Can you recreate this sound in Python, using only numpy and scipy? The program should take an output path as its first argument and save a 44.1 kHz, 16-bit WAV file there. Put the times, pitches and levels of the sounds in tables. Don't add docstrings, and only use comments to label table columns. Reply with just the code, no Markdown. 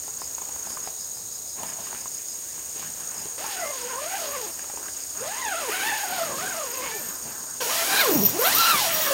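import sys
import numpy as np
from scipy import signal
from scipy.fft import rfft, irfft
from scipy.io import wavfile
from scipy.ndimage import uniform_filter1d

SR = 44100
rng = np.random.default_rng(int(sys.argv[2]) if len(sys.argv) > 2 else 0)


def store_pcm(level_fs):
    pcm = np.round(np.clip(level_fs, -1, 1) * 32767).astype(np.int16)
    wavfile.write(sys.argv[1], SR, np.atleast_2d(pcm).T)


def voltage_ratio(decibels):
    exponent = np.asarray(decibels, float) / 20
    return 10 ** exponent


N = 402633
T = np.arange(N) / SR
LOG_HZ = np.log2(np.arange(N // 2 + 1) * SR / N + 1)
CLOSE_S = 7.605

# t/s, tooth rate f/Hz, grip level/dB rms, edge slope of the partials/dB per octave
FAR_PULLS = [
    [(3.38, 485, -46, -8), (3.45, 892, -43, -21), (3.62, 687, -33.5, -9.5), (3.78, 484, -44, -6),
     (3.936, 464.7, -41, -4), (4.154, 799, -37.5, -8), (4.28, 560, -39, -12), (4.35, 554, -33.5, -5.5),
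     (4.5, 360.7, -49, -4)],
    [(5.15, 317, -52, 2), (5.224, 491, -37.5, -7.5), (5.382, 1058, -42, -8), (5.464, 895, -33, -2.5),
     (5.61, 630, -40, 0), (5.7, 410.5, -30.5, -16)],
    [(5.7, 560.5, -54, 5), (5.744, 759, -40, 0), (5.81, 758, -42, 5), (5.866, 917, -32, 0),
     (6.0, 801, -41.5, -4), (6.094, 691, -35, -13), (6.144, 774, -30.5, -10), (6.34, 526, -42.5, -2.5)],
    [(6.34, 523, -36.5, -5), (6.484, 797.5, -41, -1), (6.638, 574, -35.5, -13), (6.68, 479.4, -45, -3.5),
     (6.838, 557, -39, -7), (6.936, 432, -43, -8), (7.1, 170.3, -49, -5)],
]
# t/s, tooth rate f/Hz, grip level/dB rms, edge slope of the partials/dB per octave
CLOSE_PULLS = [
    [(7.605, 497, -37, 1.5), (7.672, 449, -37, -3.5), (7.736, 663, -43, 2), (7.82, 640, -35, 0),
     (7.86, 755, -44.5, 3.5), (8.0, 790, -28, 3), (8.1, 369.9, -25, -7), (8.188, 215, -25.5, -6.5),
     (8.3, 169.6, -39, 0)],
    [(8.3, 166, -39.5, -4.5), (8.416, 503, -25, -6), (8.46, 681, -32.5, 4), (8.52, 897, -38.5, 5),
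     (8.588, 1341, -29, 0), (8.7, 1400, -26.5, -0.5), (8.878, 648, -37, -5), (9.056, 615, -39, 3),
     (9.13, 560, -32, 0)],
]
PULLS = [*FAR_PULLS, *CLOSE_PULLS]


def unit(x):
    return x / np.sqrt(np.mean(x ** 2))


def track(tables, column, off=-120.):
    out = np.full(N, off)
    for rows in map(np.array, tables):
        inside = (T >= rows[0, 0]) & (T <= rows[-1, 0] + .006)
        out[inside] = np.interp(T[inside], rows[:, 0], rows[:, column])
    return out


def shaped(x, gain):
    return unit(irfft(rfft(x) * gain, N))


def hump(hz, octaves):
    return np.exp(-((LOG_HZ - np.log2(hz)) / octaves) ** 4)


def ring(hz, width_hz):
    return 1 / (1 + 2j * (2 ** LOG_HZ - hz) / width_hz)


def noise():
    return rng.standard_normal(N)


def walk(rate):
    hold = max(int(SR / rate), 60)
    levels = rng.standard_normal(N // 50)
    return unit(uniform_filter1d(levels[np.arange(N) // hold], hold))


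def grains(per_s, spread_db):
    size_db = spread_db * np.minimum(rng.exponential(size=N), 2.5)
    return (rng.random(N) < per_s / SR) * noise() * voltage_ratio(size_db)


def bursts(rows, shift_db=0, release_s=0.075):
    attack_s = 0.033
    power = np.zeros(N)
    for (s, length, db, *_), shift in zip(rows, shift_db + np.zeros(len(rows))):
        rise = np.clip((T - s) / attack_s + .5, 0, 1)
        fade = np.exp(-np.maximum(T - s - length, 0) / release_s)
        power += (voltage_ratio(db + shift) * rise * fade) ** 2
    return np.sqrt(power)


def zipper():
    # f/Hz, width/Hz, lift level/dB
    slider = [(1450, 1250, 3.5), (3870, 420, 4)]
    far_partials = [-1, 2.5, -2, -6, -10, -12]
    close_partials = [0, -1.5, -3.5, -9, -7, -8]
    hz = track(PULLS, column=1, off=300.)
    level_db = track(PULLS, column=2)
    edge_db = track(PULLS, column=3, off=0.)
    waver = 1 + (.05 * walk(400) + .032 * walk(50)) * (450 / hz) ** .5
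    turn = 2 * np.pi * np.cumsum(hz * waver) / SR
    tone = 0
    for k in range(1, 7):
        grip_db = 2.2 * walk(30) + 3 * walk(110) - 1
        slip = .14 * (k - 1) * walk(200)
        lift_db = sum(db / (1 + (2 * (k * hz - f) / width) ** 2) for f, width, db in slider)
        partial_db = np.where(T > CLOSE_S, close_partials[k - 1], far_partials[k - 1])
        db = level_db + (edge_db - 1.0) * np.log2(k) + partial_db + lift_db + grip_db
        treble_loss = 1 + (k * hz / 5800) ** 8
        tone = tone + voltage_ratio(db) * np.sqrt(2) * np.cos(k * turn + slip) / treble_loss
    bite = np.clip(voltage_ratio(level_db + 30), 0, .5)
    return tone, 1 + bite * np.cos(turn)


def squeaks():
    # t/s, f/Hz, level/dB
    rising = [(3.53, 1785, -62), (3.648, 2075, -40), (3.71, 2076, -43)]
    high = [(6.82, 2140, -41.5), (6.978, 2357, -49), (6.991, 2360, -52)]
    early = [(2.44, 1450, -62), (2.49, 1700, -56), (2.515, 2020, -56)]
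    late = [(7.46, 1150, -63), (7.49, 1403, -46), (7.53, 1603, -63)]
    thin = [(6.73, 2750, -55), (6.79, 2600, -50), (6.83, 2560, -54)]
    low = [(6.891, 1660, -48), (6.944, 1762, -39), (7.12, 1778, -66)]
    out = 0
    for rows in [rising, high, early, late, thin, low]:
        hz = track([rows], column=1, off=1000.) * (1 + 0.0099 * walk(120))
        gain = voltage_ratio(track([rows], column=2) + 2.9 * walk(50))
        out = out + gain * np.sqrt(2) * np.sin(2 * np.pi * np.cumsum(hz) / SR)
    return out


def tabs():
    # t/s, length/s, level/dB rms
    far_shakes = [(3.6, 0.092, -65), (4.3, 0.24, -54), (5.82, 0.42, -52), (6.65, .11, -47),
                  (6.95, 0.15, -44.5), (7.28, .08, -54)]
    # t/s, length/s, level/dB rms
    close_shakes = [(7.84, 0.046, -44), (7.99, 0.054, -24), (8.1, 0.13, -24), (8.24, 0.039, -18),
                    (8.39, 0.096, -25.5), (8.54, 0.11, -20.5), (8.67, 0.05, -28), (8.75, 0.059, -35),
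                    (8.93, 0.14, -30)]
    knocks = grains(900, 0.61)
    running, close = track(PULLS, column=2) > -100, T > CLOSE_S
    far = np.hypot(voltage_ratio(-64) * running * ~close, bursts(far_shakes))
    shaken = bursts(close_shakes, release_s=0.018)
    high = np.hypot(voltage_ratio(-79) * close, shaken)
    low = np.hypot(voltage_ratio(-37) * close, voltage_ratio(-10) * shaken)
    far_ring = shaped(knocks, ring(hz=13390, width_hz=70))
    high_ring = shaped(knocks, ring(hz=13840, width_hz=85))
    low_ring = shaped(knocks, ring(hz=5700, width_hz=110))
    return voltage_ratio(7.5) * far * far_ring + voltage_ratio(-2.0) * (high * high_ring + low * low_ring)


def cloth(teeth):
    # centre f/Hz, half width/octaves, range (0 rustle, 1 flap, 2 crinkle, 3 sheen)
    bands = [(350, .7, 0), (750, .5, 0), (1300, .5, 0), (150, .8, 1), (2200, .5, 2), (3800, .55, 2),
             (10000, 1.2, 3)]
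    trims = [-14, -11, -10, -5, -4.5, -6.5, 1]
    close_trims = [-0.5, 0.5, -0.5, -3, -1.5, 3.5, 7]
    patchy = [2.8, 3.3, 2.2, 1.43]
    # t/s, length/s, rustle level/dB rms, flap and crinkle level/dB to the rustle
    handling = [(0.0, 0.38, -51, -4, -8), (0.405, 0.47, -44, -11.5, -10.5), (.95, .6, -57, -2, -12),
                (1.565, 0.15, -40, -13, -9.5), (1.778, 0.18, -41, -12, -7.5), (2.055, 1, -61, -6, 4),
                (2.537, 0.066, -48.5, -13, -10), (2.748, 0.12, -44.5, -8, -5),
                (2.954, 0.32, -42.5, -13, -10), (3.32, 0.068, -53, -20, -5), (4.498, 0.15, -45.5, -15, -10),
                (4.68, 0.21, -43, -20, -12), (4.938, .2, -51, -15, -2.5), (5.171, 0.12, -42, -9, -10),
                (6.1, .4, -38.5, -8.5, -24), (6.95, 0.63, -44, -14, -12.5), (7.243, 0.067, -42, -5, -9),
                (8.152, 0.17, -43, 8.5, -18), (8.421, .08, -36, -23, 2.5), (8.5, 0.58, -47, 2, -1),
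                (5.598, 0.32, -38.5, -18, 0.5), (4.1, 0.13, -53.5, -20, 12.5),
                (7.905, 0.18, -28.5, -25, -7)]
    tape = [-40, -41, -37, -38, -30.5, -31.5]
    tape_rise = [5.5, -6.5, 4.5, 4]
    tape_ranges = [-0.5, -20, -3, -5.5]
    flap_db, crinkle_db = np.array(handling)[:, 3:].T
    sheen_db = crinkle_db - 0.5
    hands = [bursts(handling, db) for db in (0, flap_db, crinkle_db, sheen_db)]
    spans = [[(rows[0][0], db), (rows[-1][0], db)] for rows, db in zip(PULLS, tape)]
    tape_db = track(spans, column=1)
    speed = uniform_filter1d(np.log2(track(PULLS, column=1, off=400.) / 600), size=2000)
    late = np.interp(T - 0.023, T, speed)
    rub = rfft(noise() + .45 * unit(grains(600, 3.0)))
    out = 0
    for (hz, octaves, k), trim_db, close_db in zip(bands, trims, close_trims):
        speed_db = tape_rise[k] * (late if k == 3 else speed)
        drag_db = tape_db + tape_ranges[k] + speed_db + close_db * (T > CLOSE_S)
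        drag = uniform_filter1d(voltage_ratio(drag_db), size=200)
        gain = np.hypot(hands[k], drag) * voltage_ratio(trim_db + patchy[k] * walk(18))
        patch = unit(irfft(rub * hump(hz, octaves), N))
        out = out + gain * patch * (teeth if k > 1 else 1)
    return out


def creases():
    # t/s, peak level/dB, ring f/Hz, treble level/dB to the peak
    snaps = [(0.08, -30, 854, -14), (0.218, -25, 1040, -21), (0.382, -24.5, 960, -14),
             (0.419, -27, 1020, -23), (0.492, -31, 885, -13), (0.562, -29, 915, -14),
             (0.671, -27, 920, -18), (0.705, -32, 1090, 0), (0.772, -21.5, 1130, -31),
             (0.874, -22.5, 770, -37), (1.172, -38, 895, -20), (1.589, -32, 999, -18),
             (1.633, -19.5, 980, -6), (1.87, -28, 1180, -16), (1.929, -26, 900, -8), (1.948, -27, 1350, -6),
             (2.058, -25, 1090, -25), (2.579, -36, 1000, -16), (2.761, -38, 406, -15),
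             (2.796, -33, 800, -8), (2.827, -28, 1080, -11), (3.256, -31, 405, -7), (3.442, -22, 891, -22),
             (4.594, -28, 1710, -10), (4.643, -30, 1240, -9), (4.7, -26.5, 810, -25),
             (4.738, -31, 533, -24), (4.774, -26, 960, -20), (4.884, -24, 1600, -16),]
    out, t = np.zeros(N + 4000), np.arange(4000) / SR
    scraps = rng.standard_normal((len(snaps), 4000))
    for (s, db, hz, treble_db), scrap in zip(snaps, scraps):
        knock = np.sin(2 * np.pi * hz * t) * np.exp(-t * hz / 2)
        tick = voltage_ratio(treble_db + 8) * scrap * np.exp(-t / .0006)
        rustle = uniform_filter1d(scrap, size=10) - uniform_filter1d(scrap, size=70)
        tail = .5 * rustle * np.exp(-t / 0.01)
        i = int(s * SR)
        out[i:i + 4000] += voltage_ratio(db - 0.5) * (knock + tick + tail)
    return out[:N]


def walls(near):
    t = np.arange(6000) / SR
    bounces = rng.standard_normal(6000) * np.exp(-t / 0.029) * (t > .004)
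    return signal.fftconvolve(near, bounces / np.sqrt(np.sum(bounces ** 2)))[:N]


def singer(hz, width_hz, crowd_hz, octaves, per_s, depth, crowd_db):
    turn = 2 * np.pi * np.cumsum(per_s * (1 + 0.011 * walk(3.24))) / SR
    burst = np.exp(4 * (np.cos(turn) - 1))
    core = shaped(noise(), ring(hz, width_hz))
    crowd = shaped(noise(), hump(crowd_hz, octaves))
    throb = 1 + depth * voltage_ratio(2.5 * walk(2.5)) * burst
    return unit(throb * (core + voltage_ratio(crowd_db) * crowd))


def drone():
    # from t/s, low singer level/dB, high singer level/dB
    stretches = [
        (0.0, -34.5, -41),
        (1.572, -34.5, -40),
        (3.375, -34.5, -39),
        (7.6, -33, -41),
    ]
    start, *levels = np.transpose(stretches)
    low_db, high_db = (db[np.searchsorted(start, T, side="right") - 1] for db in levels)
    low = singer(6630, 110, crowd_hz=6720, octaves=.085, per_s=28.8, depth=0.87, crowd_db=-1.5)
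    high = singer(8830, 200, crowd_hz=8600, octaves=.1, per_s=37.4, depth=0.54, crowd_db=0.0)
    return voltage_ratio(low_db - 2.0) * low + voltage_ratio(high_db - 2.0) * high


def chirper():
    # t/s, level/dB
    chirps = [(0.0283, -47), (0.2, -37), (0.6828, -36), (0.832, -40), (0.987, -40), (1.1408, -41),
              (1.3144, -41), (1.4726, -39), (1.66, -40), (1.8153, -42), (1.9779, -41), (2.1176, -40),
              (2.272, -40), (2.4897, -50), (2.692, -46), (3.16, -40)]
    swell = 0
    for s, db in chirps:
        swell = swell + voltage_ratio(db - 5.5) * np.sin(np.pi * np.clip((T - s + 0.019) / 0.11, 0, 1))
    return swell * (shaped(noise(), ring(5070, 500) ** 2) + voltage_ratio(-9) * shaped(noise(), ring(10200, 900) ** 2))


def striped_trill():
    # t/s, throb rate f/Hz
    throbs = [(3.38, 13.8), (5.22, 11.5), (7.32, 12), (7.59, 12)]
    # multiple, level/dB
    partials = [(12, -5), (13, 0), (14, -2), (15, -2)]
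    strokes = 2 * np.pi * np.cumsum(380.7 * (1 + .0025 * walk(60))) / SR
    beat = 1 + 0.48 * np.sin(2 * np.pi * np.cumsum(track([throbs], column=1, off=13.33)) / SR + 1.1)
    lines = sum(voltage_ratio(db + 2 * walk(25)) * np.sin(k * strokes) for k, db in partials)
    blur = voltage_ratio(-7) * shaped(noise(), hump(5100, .16))
    singing = track([throbs], column=1) > 0
    return voltage_ratio(-51.5 + 1.5 * walk(4)) * singing * beat * (lines + blur)


def insects():
    # t/s, length/s, level/dB rms
    rasps = [
        (7.61, 1.32, -56),
        (8.09, 0.16, -28),
        (8.52, 0.23, -41),
        (8.91, .15, -29),
    ]
    # t/s, length/s, level/dB rms
    hummer = (.85, .7, -58)
    rasp = bursts(rasps) * voltage_ratio(1.5 * walk(60)) * shaped(noise(), hump(15100, .12))
    hum = bursts([hummer]) * shaped(noise(), hump(3970, 0.12))
    return drone() + chirper() + striped_trill() + rasp + hum


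def woods():
    # f/Hz, level/dB per Hz
    spectrum = [(18, -55), (35, -48), (65, -10), (150, -23.5), (460, -15), (940, -21), (2100, -28.5),
                (3100, -30), (4200, -21), (5800, -16), (7600, -10.5), (9700, -26.5), (11500, -19.5),
                (13700, -14.5), (16000, -19)]
    hz, db = np.transpose(spectrum)
    air = irfft(rfft(noise()) * voltage_ratio(np.interp(LOG_HZ, np.log2(hz), db)), N)
    bass = irfft(rfft(air) * (LOG_HZ < 12), N)
    return voltage_ratio(-52 + .7 * walk(1.5)) * air / np.std(bass)


def scene():
    tone, teeth = zipper()
    near = tone + squeaks() + tabs() + cloth(teeth) + creases()
    return (near + voltage_ratio(-10) * walls(near) + insects() + woods())[None]


def band_limit(x):
    return signal.sosfilt(signal.butter(12, 16890, fs=SR, output="sos"), x)


def record(dry):
    rounded = .6 * np.tanh(dry / .6)
    top_cut = signal.ellip(10, .2, 80, 15750, fs=SR, output="sos")
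    mix = signal.sosfilt(top_cut, rounded)
    return band_limit(mix)


dry = scene()
out = record(dry)
store_pcm(out)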